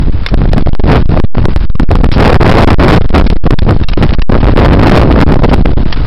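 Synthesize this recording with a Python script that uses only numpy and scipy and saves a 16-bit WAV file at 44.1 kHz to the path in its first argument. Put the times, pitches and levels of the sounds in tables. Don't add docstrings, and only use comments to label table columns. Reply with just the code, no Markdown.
import sys
import numpy as np
from scipy import signal
from scipy.fft import rfft, irfft
from scipy.io import wavfile

SR = 44100
rng = np.random.default_rng(int(sys.argv[2]) if len(sys.argv) > 2 else 0)


def file_out(sig):
    cols = np.atleast_2d(sig).T
    lim = np.clip(cols, -1, 1)
    pcm = np.round(lim * 32767).astype(np.int16)
    wavfile.write(sys.argv[1], SR, pcm)


N = 267585
TIME = np.arange(N) / SR

# start/s, length/s, direction (+1 push, -1 suction)
SHOVE_EVENTS = [(.351, .025, -1), (.628, .034, 1), (.694, .037, 1), (.732, .064, -1), (.804, .032, 1),
                (1.031, .027, 1), (1.058, .035, -1), (1.203, .022, -1), (1.252, .089, 1), (1.461, .023, -1),
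                (1.538, .023, -1), (1.659, .039, 1), (1.701, .05, -1), (1.758, .038, -1), (1.844, .045, 1),
                (2.013, .022, -1), (2.069, .021, 1), (2.094, .022, -1), (2.375, .025, 1), (2.646, .025, -1),
                (2.749, .037, 1), (2.984, .022, -1), (3.022, .02, 1), (3.061, .033, -1), (3.108, .02, 1),
                (3.221, .022, -1), (3.278, .02, -1), (3.335, .024, -1), (3.371, .064, 1), (3.477, .027, 1),
                (3.542, .043, -1), (3.594, .027, 1), (3.845, .037, 1), (3.94, .034, 1), (4.151, .032, 1),
                (4.199, .02, 1), (4.226, .068, -1), (5.24, .023, -1), (5.372, .02, 1), (5.624, .024, 1),
                (5.737, .035, 1), (5.834, .022, -1)]
# middle/s, relative strength/dB
VORTICES = [(.068, 12), (0.343, 13), (0.418, 10), (.452, 12), (.533, 21), (0.581, 17), (0.675, 13),
            (0.751, 11), (1.2, 16), (1.382, 16), (1.455, 19), (1.562, 13.5), (1.798, 13), (1.915, 15),
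            (1.955, 13), (2.044, 15), (2.798, 19), (3.093, 12.5), (3.302, 22), (3.508, 23), (3.686, 17),
            (3.709, 17), (4.032, 21), (4.297, 14.5), (5.289, 15), (5.515, 16), (5.544, 25), (5.658, 18.5)]
# start/s, relative level/dB, rattle decay time/s
CLACK_EVENTS = [(0.263, 1, 0.0039), (0.287, -10, 0.0067), (2.116, -6.5, 0.029), (3.266, -10.5, 0.015),
                (3.589, -3.5, 0.004), (3.836, -11.5, 0.0022), (3.886, -8.5, 0.0087), (3.934, -9, 0.0042),
                (4.137, -11, 0.0062), (4.219, -4.5, .0038), (5.493, -11, 0.0084), (5.926, -3, .0059)]


def gain_of(db):
    return 10 ** (np.asarray(db) / 20)


def follow(curve):
    return np.interp(TIME, *np.transpose(curve))


def coloured(x, points):
    hz, db = np.transpose(points)
    bins = np.fft.rfftfreq(2 * N, 1 / SR)
    bin_db = np.interp(np.log(bins + 1), np.log(hz), db)
    return irfft(rfft(x, 2 * N) * gain_of(bin_db))[:N]


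def noise(points):
    x = coloured(rng.standard_normal(N), points)
    return x / x.std()


def wander(rate_hz):
    slow_pass = signal.butter(2, rate_hz, fs=SR, output="sos")
    x = signal.sosfilt(slow_pass, rng.standard_normal(N))
    return x / x.std()


def add(mix, s, sound):
    part = mix[max(round(s * SR), 0):][:len(sound)]
    part += sound[:len(part)]


def airspeed(flutter_db=1.7955, flutter_hz=35, rise_s=.02, fall_s=.015):
    # t/s, strength/dB
    airflow = [(0, -7), (.22, -17), (.4, -4), (.75, 3), (1.08, -4), (1.38, -2), (1.52, -11), (1.8, -2),
               (2.1, 0), (2.7, 7), (3.04, -8), (3.3, -3), (3.85, -7), (4.25, -6), (4.8, 5), (5.75, -1),
               (5.88, -12), (6.07, -10)]
    # start/s, length/s, strength/dB
    gusts = [(.88, .1, 18.5), (1.138, 0.043, 5), (1.902, .06, 3), (2.168, .2, 19.5), (2.411, .33, 19.5),
             (2.801, .19, 21), (3.14, .09, 22.5), (3.46, 0.082, 5), (3.654, .08, 6), (4.015, .03, 17),
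             (4.301, 0.078, 10), (4.43, 0.079, 12), (4.559, .19, 14.5), (4.79, 0.25, 17.5),
             (5.1, 0.031, 14.5), (5.158, 0.078, 17), (5.289, 0.072, 14.5), (5.41, 0.048, 15.5),
             (5.51, .04, 13)]
    air = gain_of(follow(airflow))
    for start, length, db in gusts:
        edge = np.minimum((TIME - start) / rise_s, (start + length - TIME) / fall_s)
        shape = np.clip(edge + .5, 0, 1) ** 2
        air = air + gain_of(db) * shape
    return air * gain_of(flutter_db * wander(rate_hz=flutter_hz))


def flurries(vortex_s=.003, vortex_db=-2, wake_s=.006, wake_db=1):
    t, out = TIME[:2000], np.zeros(N)
    from_middle = t - t.mean()
    for s, db in VORTICES:
        bump = np.exp(-(from_middle / vortex_s) ** 2)
        add(out, s - t.mean(), gain_of(db + vortex_db) * bump)
    for start, length, _ in SHOVE_EVENTS:
        add(out, start + length, gain_of(wake_db) * np.exp(-t / wake_s))
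    return out


def wind(air, amplitude_db=5.0, buffet_db=-6, buffet_growth=0.31, clump_db=5.5,
         growth=0.57, pace=.8, quickening=.44, surge=0.34):
    # f/Hz, relative level per Hz/dB
    buffet_spectrum = [(3, -7), (12, 2), (30, 0.5), (60, -14.5), (150, -23.5), (600, -87.5)]
    # f/Hz, relative level per Hz/dB
    eddy_spectrum = [(8, -4), (25, 0), (60, -6), (110, -7.5), (220, -15), (450, -24), (900, -43),
                     (2500, -78.5)]
    gust = air + flurries()
    clumps = gain_of(clump_db * wander(rate_hz=90))
    travelled = pace * np.cumsum((gust * clumps) ** quickening)
    passing = np.interp(travelled % N, np.arange(N), noise(eddy_spectrum))
    eddies = passing * gust ** growth * clumps ** surge
    buffet = noise(buffet_spectrum) * gain_of(buffet_db) * np.minimum(air ** buffet_growth, air)
    return gain_of(amplitude_db) * (eddies + buffet)


def runners(crunch_db=-3, crusts_per_s=90, crunch_s=.0015):
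    # t/s, level against the overload limit/dB
    glide = [(0, -28.5), (.3, -30), (.7, -20), (1.65, -25.5), (2.1, -22.5), (3.3, -23), (3.75, -26.5),
             (4.15, -18.5), (5.55, -24), (6.07, -23.5)]
    # f/Hz, relative level per Hz/dB
    snow_spectrum = [(100, -5.5), (500, 5.5), (1200, 6), (2200, -1.5), (3600, -4), (5000, -8),
                     (7000, -31.5)]
    crusts = (rng.random(N) < crusts_per_s / SR) * rng.exponential(1, N)
    crunch = signal.lfilter([1], [1, -np.exp(-1 / (crunch_s * SR))], crusts)
    hiss = noise(snow_spectrum) * gain_of(follow(glide))
    return hiss * (1 + gain_of(crunch_db) * crunch)


def pops(level_db=-5, core_s=0.00082):
    t, out = TIME[:800] - TIME[:800].mean(), np.zeros(N)
    for s, db in VORTICES:
        flip = np.sign(t) * np.exp(-abs(t) / core_s)
        add(out, s + t[0], gain_of(db + level_db) * flip)
    return out


def clacks():
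    # f/Hz, level/dB, time to fall by 60 dB/s
    frame_modes = [(1286, 0.5, 0.016), (1758, 6, 0.012), (2905, -16.5, 0.031), (3390, 2, 0.026),
                   (3770, 3, 0.022), (4540, -20, 0.011)]
    t, out = TIME[:3000], np.zeros(N)
    for s, db, rattle_s in CLACK_EVENTS:
        ring = np.zeros(len(t))
        for hz, mode_db, t60 in frame_modes:
            cycles = hz * rng.uniform(0.6, 1.05) * t + rng.random()
            ring += gain_of(mode_db - 60 * t / t60) * np.sin(2 * np.pi * cycles)
        rattle = rng.standard_normal(len(t)) * np.exp(-t / rattle_s)
        add(out, s, gain_of(db) * (.5 * ring + rattle))
    return out


def lulls(depth=0.85, width_s=.014):
    near = np.zeros(N)
    for s, _, rattle_s in CLACK_EVENTS:
        near += np.exp(-((TIME - s - rattle_s) / width_s) ** 2)
    return 1 - np.minimum(depth * near, 1)


def shoved(turbulence, air, ramp_s=.0042, pressure=2.02):
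    ramp = ramp_s / air ** 0.19
    hold, push = np.zeros(N), np.zeros(N)
    for start, length, direction in SHOVE_EVENTS:
        from_edge = np.minimum(TIME - start, start + length - TIME)
        grip = np.clip(from_edge / ramp + 0.532, 0, 1)
        hold += grip
        push += direction * grip
    return turbulence * (1 - np.minimum(hold, 1)) + pressure * push


def scene():
    air = airspeed()
    turbulence = wind(air) * lulls()
    return (shoved(turbulence, air) + pops() + runners() + clacks())[None]


def low_pass(x, hz, size):
    taps = signal.firwin(size, hz, window=("kaiser", 7), fs=SR)
    return signal.oaconvolve(x, taps, "same")


def record(dry, narrow_hz=5550, edge_hz=16600, output_db=-3.2):
    # f/Hz, level/dB
    colour = [(5400, -2), (7000, -2), (8500, 0), (10300, 4), (11300, -4.5), (14000, -1), (16000, 1)]
    narrow = low_pass(np.clip(dry[0], -1, 1), narrow_hz, size=161)
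    squared = np.clip(narrow, -1.01, 1.01)
    bright = coloured(squared, colour) / gain_of(colour[0][1])
    return gain_of(output_db) * low_pass(bright, edge_hz, size=255)[None]


dry = scene()
out = record(dry)
file_out(out)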